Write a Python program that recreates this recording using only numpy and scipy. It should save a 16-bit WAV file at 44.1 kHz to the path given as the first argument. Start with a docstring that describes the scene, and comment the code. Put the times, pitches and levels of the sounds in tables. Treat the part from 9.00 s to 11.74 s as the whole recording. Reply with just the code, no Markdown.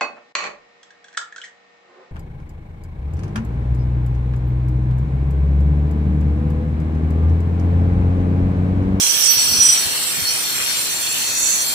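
"""Branch on an angle grinder

A branch is pressed onto the saw disc of a mounted angle grinder, outdoors and close by.
The load drags the spindle down; the steel disc rings in modes that shift as it slows, and some sing or squeal.
Bands of noise make the teeth rasp in the wood, over the rush of the fan and the whir of the gears.
Puffs of low noise are the gusts that brush the microphone."""
import sys
import numpy as np
from scipy import signal
from scipy.fft import rfft, irfft
from scipy.io import wavfile

SR = 44100
rng = np.random.default_rng(int(sys.argv[2]) if len(sys.argv) > 2 else 0)


def put_to_file(sound):
    """Save the sound as 16-bit audio at rate SR, in the file named by the first command-line argument."""
    columns = np.atleast_2d(sound).T  # one column per channel
    safe = np.clip(columns, -1, 1)
    whole_steps = np.round(safe * 32767)
    wavfile.write(sys.argv[1], SR, whole_steps.astype(np.int16))


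N = 120834
T, HZ = np.arange(N) / SR, np.fft.rfftfreq(N, 1 / SR)
CUTOFF_HZ = 15600


def amp(db):
    """Turns decibels into gain."""
    return 10 ** (np.asarray(db) / 20)


def unit(x):
    """Scales each channel to an average strength (rms) of 1."""
    return x / np.sqrt(np.mean(abs(x) ** 2, axis=-1, keepdims=True) + 1e-20)


def curve(rows, axis=1):
    """Reads one column of a time table at every sample."""
    rows = np.array(rows)
    return np.interp(T, rows[:, 0], rows[:, axis])


def spectrum(rows):
    """Reads a frequency table at every frequency of the spectrum."""
    hz, value = np.transpose(rows)
    return np.interp(np.log(HZ + 1), np.log(hz), value)


def pan(db):
    """Left and right gains of constant power; positive is louder on the left."""
    g = amp(np.array([[.5], [-.5]]) * db)
    return g / np.sqrt(np.mean(g ** 2, axis=0))


def noise(gain, likeness):
    """Coloured stereo noise; likeness 1 means both channels are the same, 0 unrelated."""
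    a, b = rfft(rng.standard_normal((2, N)))
    c = np.clip(likeness, -1, 1)
    right = c * a + np.sqrt(1 - c ** 2) * b
    return unit(irfft(np.array([a, right]) * gain, N))


def wander(hz):
    """Smooth random movement, up to about the given rate."""
    return unit(irfft(rfft(rng.standard_normal(N)) * np.exp(-(HZ / hz) ** 2), N))


def flutter(hz):
    """Smooth random movement at a low rate, drawn on a coarse time grid."""
    count = N // 64
    coarse_hz = np.fft.rfftfreq(count, T[-1] / count)
    slow = irfft(rfft(rng.standard_normal(count)) * np.exp(-(coarse_hz / hz) ** 2), count)
    return np.interp(T, np.linspace(0, T[-1], count), unit(slow))


def phase(hz):
    """Running angle of a tone whose frequency may move."""
    return 2 * np.pi * np.cumsum(hz * np.ones(N)) / SR


SKIRT = 2.8  # the second filter is this many times wider


def resonate(x, hz, width_hz):
    """A moving resonance: shift its pitch to zero, smooth twice, shift back."""
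    turn = np.exp(1j * phase(hz))
    z = x / turn
    for w in (width_hz, width_hz * SKIRT):
        r = np.exp(-np.pi * abs(w) / SR)
        z = signal.lfilter([1 - r], [1, -r], z)
    return unit((z * turn).real)


def band(low_hz, high_hz, steepness):
    """Gain of a band-pass at every frequency."""
    below = (low_hz / np.maximum(HZ, low_hz / 10)) ** (2 * min(steepness, 100))
    above = (HZ / high_hz) ** (2 * steepness)
    return 1 / np.sqrt((1 + below) * (1 + above))


# likeness of left and right in friction and fan noise: f/Hz, likeness (-1 to 1)
LEFT_RIGHT_LIKENESS = [(60, -0.18), (1000, 0.11), (2500, -0.047), (4500, -0.44), (8000, 0.072),
                       (14000, -0.14)]


def rub(low_hz, high_hz, level, steepness):
    """A band of friction noise that follows its level and left-right curves."""
    hiss = noise(band(low_hz, high_hz, steepness), spectrum(LEFT_RIGHT_LIKENESS))
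    return hiss * amp(curve(level)) * pan(curve(level, axis=2))


PATCH_DB, PATCH_WIDTH_HZ, PATCH_S, PATCH_FROM_HZ = 5.8, 65, .07, 2700  # dB at depth 1


def uneven_treble(x, depth):
    """Uneven treble: small random patches of the sound grow louder and softer."""
    hz, t, z = signal.stft(x, SR, nperseg=1024, noverlap=768)
    across = np.fft.fftfreq(len(hz), hz[1])[:, None]
    along = np.fft.fftfreq(len(t), t[1])
    smooth = np.exp(-(np.pi * across * PATCH_WIDTH_HZ) ** 2 - (np.pi * along * PATCH_S) ** 2)
    field = np.fft.ifft2(np.fft.fft2(rng.standard_normal(smooth.shape)) * smooth).real
    # starts at half of PATCH_FROM_HZ and is full from there up
    depth_db = depth * PATCH_DB * np.clip(2 * hz / PATCH_FROM_HZ - 1, 0, 1)[:, None]
    gain = amp(depth_db * np.minimum(field / field.std(), 1))
    return signal.istft(z * gain, SR, nperseg=1024, noverlap=768)[1][:, :N]


# speed of the spindle under load: t/s, speed (turns per second)
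SPINDLE_SPEED = [(0, 154), (.35, 148.6), (.78, 138.6), (1.3, 128.8), (1.7, 122.6), (2, 119.9), (2.4, 118.2),
                 (2.74, 118.5)]
FAST_HZ, SLOW_HZ = 154, 118.2  # turns per second
WOBBLE, WOBBLE_HZ = 0.001112, 25.85  # share of the speed, rate


def spindle():
    """The load slows the spindle: its speed, how far it has slowed (0 to 1) and its angle."""
    spin = curve(SPINDLE_SPEED)
    slowed = (FAST_HZ - spin) / (FAST_HZ - SLOW_HZ)
    angle = phase(spin * (1 + WOBBLE * wander(WOBBLE_HZ)))
    return spin, slowed, angle


MODE_SWELL_DB, MODE_SWELL_HZ, MODE_DRIFT = 3.3, 9, .0014  # drift is a share of the frequency


def mode(drive, hz, width_hz):
    """One disc mode swells, fades and drifts as the branch shifts on the rim."""
    swell = unit(amp(MODE_SWELL_DB * np.minimum(flutter(MODE_SWELL_HZ), 1)))
    return swell * resonate(drive, hz * (1 + MODE_DRIFT * flutter(MODE_SWELL_HZ)), width_hz)


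# ringing modes of the steel disc, before the ringing strength below:
# f/Hz at full speed, f/Hz slowed, level/dB at full speed, level/dB slowed, width/Hz, left over right/dB
DISC_MODES = [(3280, 3190, -27.5, -40.5, 105, -20), (3546, 3620, -42, -38, 33, -5),
              (4155, 3900, -31, -50, 60, -7), (4730, 4832, -35.5, -42, 29, 4),
              (6200, 6248, -52, -32.5, 30, -4), (6450, 6440, -26, -65, 27, -4),
              (7700, 7415, -38.5, -31, 47, -3), (7905, 7500, -26, -31.5, 15, -10),
              (7780, 7850, -41, -44.5, 41, 7), (9220, 8860, -27.5, -36.5, 45, 5),
              (9420, 9252, -23.5, -32.5, 44, -9), (10630, 10270, -32, -34, 71, 14),
              (10920, 10720, -41, -37, 70, 11), (11720, 11210, -46, -39.5, 31, 8),
              (12150, 11700, -41.5, -41.5, 33, 8), (13400, 13280, -36, -36, 53, 8)]
# how hard the disc is set ringing: t/s, level/dB added to every mode
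RING_STRENGTH = [(0, -3), (.55, -3), (.7, 2.5), (.85, -5), (1.3, -1), (2.2, -2.5), (2.74, 0)]
TOOTH_SHARE, TOOTH_SPREAD_DB, DISC_LIKENESS = 0.13, 5.5, 0.54


def disc(angle, slowed):
    """Friction and the once-a-turn pattern of the teeth ring the modes of the disc."""
    orders = np.arange(18, 128)  # waves per turn
    chance = rng.standard_normal((len(orders), 2))
    grid = np.linspace(0, 2 * np.pi, 4096)
    pattern = 0
    for k, (a, b) in zip(orders, chance):
        pattern = pattern + amp(TOOTH_SPREAD_DB * a) * np.cos(k * grid + 2 * np.pi * b)
    teeth = unit(np.interp(angle % (2 * np.pi), grid, pattern))
    friction = noise(HZ < CUTOFF_HZ, DISC_LIKENESS)
    drive = np.sqrt(TOOTH_SHARE) * teeth + np.sqrt(1 - TOOTH_SHARE) * friction
    out = 0
    for fast, slow, fast_db, slow_db, width, side_db in DISC_MODES:
        level = amp(fast_db + (slow_db - fast_db) * slowed)
        out = out + pan(side_db) * level * mode(drive, fast + (slow - fast) * slowed, width)
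    return out * amp(curve(RING_STRENGTH))


# a whining mode of the disc: t/s, level/dB
WHINE_LEVEL = [(0, -44), (.2, -33.5), (.34, -23), (.45, -29.5), (.56, -23.5), (.66, -33.5), (.76, -27.5),
               (.88, -31.5), (1.21, -33), (1.28, -19.5), (1.36, -37), (1.49, -28), (1.6, -33.5),
               (1.67, -28.5), (1.85, -34.5), (2.3, -31), (2.74, -28.5)]
WHINE_FAST_HZ, WHINE_SLOW_HZ, WHINE_WIDTH_HZ = 4430, 4320, 47
WHINE_CLEAN, WHINE_WOBBLE = 0.47, 0.003796  # power share of pure tone, share of the frequency
WHINE_GLIDE_SHARE, WHINE_GLIDE_WIDTH_HZ = .45, 100


def whine(angle, slowed):
    """One mode sings; multiples of the spindle speed glide down through it and roughen its edge."""
    hz = WHINE_FAST_HZ + (WHINE_SLOW_HZ - WHINE_FAST_HZ) * slowed
    tone = unit(np.sin(phase(hz * (1 + WHINE_WOBBLE * wander(hz=35.0)))))
    teeth = sum(np.cos(k * angle + 2 * np.pi * rng.random()) for k in range(27, 40))
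    glide = resonate(teeth, hz, WHINE_GLIDE_WIDTH_HZ)
    friction = resonate(noise(1, 0.47), hz, WHINE_WIDTH_HZ)
    rough = np.sqrt(WHINE_GLIDE_SHARE) * glide + np.sqrt(1 - WHINE_GLIDE_SHARE) * friction
    return (np.sqrt(WHINE_CLEAN) * tone + np.sqrt(1 - WHINE_CLEAN) * rough) * amp(curve(WHINE_LEVEL))


# the singing mode, between squeals: t/s, level/dB, left over right/dB
SING_LEVEL = [(0, -21, -15), (.17, -20.5, -17), (.28, -16.5, -17), (.39, -22, -7), (.58, -21.5, 1),
              (.79, -22.5, -4), (.85, -36, -11), (1.3, -31.5, -18), (1.55, -34.5, -23), (2.05, -32, -19),
              (2.15, -38, -10), (2.4, -26.5, 1), (2.6, -30, 0), (2.74, -43, -9)]
SING_FAST_HZ, SING_SLOW_HZ, SING_WIDTH_HZ, SING_CLEAN = 5927, 5748, 32, 0.3
# squeals as the teeth catch: t/s, length/s, level/dB
CATCHES = [(0.374, 0.029, -16), (.599, 0.031, -10), (0.627, 0.015, -12.5), (0.645, 0.033, -11.5),
           (0.684, 0.026, -10), (0.72, 0.021, -13.5)]
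SQUEAL_RISE_S, SQUEAL_FALL_S, SQUEAL_PAN_DB, SQUEAL_HZ = 0.0069, 0.014, -6, 5848


def squeal(slowed):
    """One mode sings all along; when the teeth catch it drops to half under a pure squeal."""
    hz = SING_FAST_HZ + (SING_SLOW_HZ - SING_FAST_HZ) * slowed
    tone = unit(np.sin(phase(hz * (1 + 0.0017 * wander(hz=39.3)))))
    rough = resonate(noise(1, 0.84), hz, SING_WIDTH_HZ)
    sing = np.sqrt(SING_CLEAN) * tone + np.sqrt(1 - SING_CLEAN) * rough
    gates, bursts = [], 0
    for start, length, db in CATCHES:
        rise = np.clip((T - start) / SQUEAL_RISE_S, 0, 1)
        fall = np.clip((start + length - T) / SQUEAL_FALL_S + .5, 0, 1)
        gates.append(rise * fall)
        bursts = bursts + amp(db) * rise * fall
    shriek = bursts * unit(np.sin(phase(SQUEAL_HZ * (1 + 0.0021 * wander(hz=70)))))
    sing = sing * (1 - .5 * np.max(gates, axis=0)) * amp(curve(SING_LEVEL))
    return sing * pan(curve(SING_LEVEL, axis=2)) + shriek * pan(SQUEAL_PAN_DB)


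# the main rasp of the cut: t/s, level/dB, left over right/dB
MAIN_RASP = [(0, -20.5, -3), (.18, -23, -6), (.27, -14, -8), (.35, -20, -2.5), (.55, -20.5, -3),
             (.72, -19.5, -2), (.8, -26, 7), (.87, -31, -1), (1.23, -49, 7), (1.29, -20, -3),
             (1.36, -31, -1), (1.63, -34, 9), (1.7, -25.5, 7), (1.8, -38, 19), (2.74, -54, 0)]
RASP_BAND_HZ = (5110, 6060)
# a brighter rasp: t/s, level/dB, left over right/dB
BRIGHT = [(0, -21.5, -25), (.2, -30, -4), (.28, -19, -26), (.35, -37, 2), (.42, -20, 12), (.52, -35, -4),
          (.59, -48, 9), (.63, -18.5, -2.5), (.74, -16.5, 0), (.81, -41, 4), (.95, -30, 2), (2.74, -54, 2)]
# the hiss between the two rasps: t/s, level/dB, left over right/dB
HISS = [(0, -21, -23), (.2, -31, -12), (.27, -19, -19), (.34, -72, -3), (1.8, -34, 2), (2.22, -28.5, 0),
        (2.36, -25, 4), (2.42, -18.5, -5.5), (2.56, -19, -5), (2.66, -33, 5), (2.74, -49, 0)]
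# the fizz at the top: t/s, level/dB, left over right/dB
FIZZ = [(0, -29, 3), (.16, -29, 2), (.21, -22, -5), (.27, -31, -6), (.32, -16, -11), (.355, -22, -19),
        (.39, -36, -3), (.52, -23.5, -4), (.58, -54, -5), (.9, -58, 4)]
# bands of the hissing part of the cut: low f/Hz, high f/Hz, level curve
CUT_BANDS = [(7480, 9630, BRIGHT), (5930, 7950, HISS), (11930, 14900, FIZZ)]
EDGE_STEEPNESS, CHATTER, CHATTER_HZ, TURN_DEPTH = 140, 0.053, 260, 0.051


def cut(angle):
    """Teeth tear the wood: a dense screech and uneven hiss that chatter and throb with each turn."""
    screech = rub(*RASP_BAND_HZ, MAIN_RASP, EDGE_STEEPNESS)
    hiss = uneven_treble(sum(rub(*row, EDGE_STEEPNESS) for row in CUT_BANDS), depth=0.28)
    throb = unit(np.exp(CHATTER * wander(CHATTER_HZ) + TURN_DEPTH * np.cos(angle)))
    return (screech + hiss) * throb


# the woody scrape: t/s, level/dB, left over right/dB
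SCRAPE = [(0, -29.5, 1), (.47, -30, 1), (.57, -35, -11), (.7, -28.5, 0), (.95, -39.5, 11), (1.4, -41, 15),
          (1.63, -31.5, 10), (1.82, -36.5, 4), (2, -39, 9), (2.13, -32, 4), (2.22, -29, 5), (2.33, -46, 10)]
# a duller scrape: t/s, level/dB, left over right/dB
DULL = [(1.5, -45, 3), (1.62, -25.5, 8), (1.66, -42, 5), (1.71, -28.5, 15), (1.8, -50, 3)]
# bands of the scraping on the wood: low f/Hz, high f/Hz, level curve
WOOD_BANDS = [(2690, 3570, SCRAPE), (1250, 2870, DULL)]
WOOD_STEEPNESS, WOOD_GRAIN, WOOD_GRAIN_HZ = 7, .42, 170
# chips torn from the wood: t/s, level/dB at the start
CHIP_SNAPS = [(1.616, -27), (1.875, -27), (2.068, -22.5), (2.075, -25.5)]
CHIP_DECAY_S = 0.0038


def scrape():
    """The rim scrapes the wood in uneven grains, and a few chips snap off as short noise bursts."""
    grain = unit(np.exp(WOOD_GRAIN * np.minimum(wander(WOOD_GRAIN_HZ), 2)))
    snaps = sum(amp(db) * (T >= s) * np.exp(-abs(T - s) / CHIP_DECAY_S) for s, db in CHIP_SNAPS)
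    chips = snaps * noise(band(*WOOD_BANDS[0][:2], WOOD_STEEPNESS), 0.43)
    return grain * sum(rub(*row, WOOD_STEEPNESS) for row in WOOD_BANDS) + chips


# tone colour of the fan and motor rush: f/Hz, relative level/dB (per Hz)
RUSH_COLOUR = [(40, -15), (90, -3), (250, -0.5), (600, -1), (1100, -1), (1700, 1.5), (2500, 1), (3300, -3),
               (3800, -2.5), (4200, 4), (4650, -5), (5500, 0.5), (6700, -6), (7700, 4.5), (8500, -4.5),
               (9200, 1), (9900, -3), (12500, -2.5), (15500, -3)]
# strength of the rush: t/s, level/dB
RUSH_STRENGTH = [(0, -25.5), (.8, -23.5), (1.2, -25), (1.65, -25), (2.1, -25), (2.74, -25)]


def fan():
    """Broad rush of cooling air and gears, slightly unsteady."""
    rush = noise(amp(spectrum(RUSH_COLOUR)), spectrum(LEFT_RIGHT_LIKENESS))
    return rush * amp(curve(RUSH_STRENGTH) + .5 * wander(hz=30))


# whir of gears and teeth, before its sway: f/Hz, level/dB of one partial
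WHIR_PARTIALS = [(1800, -60), (2500, -51), (2850, -43.5), (3500, -45.5), (5500, -48), (9000, -62)]
WHIR_SWAY_DB, WHIR_SWAY_HZ = 5.5, 9


def whir(spin, angle):
    """Many close multiples of the spindle speed glide down together, each swelling on its own."""
    hz, db = np.transpose(WHIR_PARTIALS)
    out = 0
    for k in range(14, 68):
        sway_db = WHIR_SWAY_DB * np.minimum(flutter(WHIR_SWAY_HZ), 1)
        gain = amp(np.interp(k * spin, hz, db) + sway_db)
        out = out + gain * np.cos(k * angle + 2 * np.pi * rng.random((2, 1)))
    return out


# tone colour of the wind on the microphone: f/Hz, relative level/dB (per Hz)
WIND_COLOUR = [(20, -22), (40, -17), (75, 2), (130, -0.5), (260, -8.5), (500, -25), (2500, -80)]
# puffs of air: t/s at the peak, half length/s, level/dB
PUFFS = [(0.377, 0.0092, -37), (0.479, 0.021, -34.5), (0.518, 0.014, -30), (0.589, 0.016, -31),
         (0.684, 0.014, -39), (0.868, 0.011, -36), (1.188, 0.0096, -33), (1.227, 0.011, -35),
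         (1.57, 0.062, -47)]
BREEZE_DB, BREEZE_SWAY_DB, WIND_PAN_DB = -48.5, 2.5, -12
BUFFET_S, BUFFET_HALF_S, BUFFET_DB, BUFFET_BAND_HZ = 0.56, 0.073, -31.5, (160, 350)


def wind():
    """A faint breeze, low puffs of air and one longer, brighter buffet, mostly on the right."""
    breeze = amp(BREEZE_DB + BREEZE_SWAY_DB * np.tanh(wander(hz=14)))
    puffs = sum(amp(db) * np.exp(-((T - s) / half) ** 2) for s, half, db in PUFFS)
    swell = amp(BUFFET_DB) * np.exp(-abs(T - BUFFET_S) / BUFFET_HALF_S)
    buffet = swell * noise(band(*BUFFET_BAND_HZ, 4.7), 0)
    return (noise(amp(spectrum(WIND_COLOUR)), 0) * (breeze + puffs) + buffet) * pan(WIND_PAN_DB)


def scene():
    """Adds all sources; those of the machine follow the spindle."""
    spin, slowed, angle = spindle()
    steel = disc(angle, slowed) + whine(angle, slowed) + squeal(slowed)
    wood = cut(angle) + scrape()
    motor = uneven_treble(fan() + whir(spin, angle), depth=1)
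    return steel + wood + motor + wind()


def record(dry):
    """Rounds off the loudest peaks, then removes everything above the cutoff."""
    over = np.maximum(abs(dry) - .65, 0)
    dry = dry - np.sign(dry) * (over - .25 * np.tanh(over / .25))
    low_pass = signal.firwin(511, CUTOFF_HZ, window=("kaiser", 9), fs=SR)
    return signal.oaconvolve(dry, low_pass[None], "same")


dry = scene()
out = record(dry)
put_to_file(out)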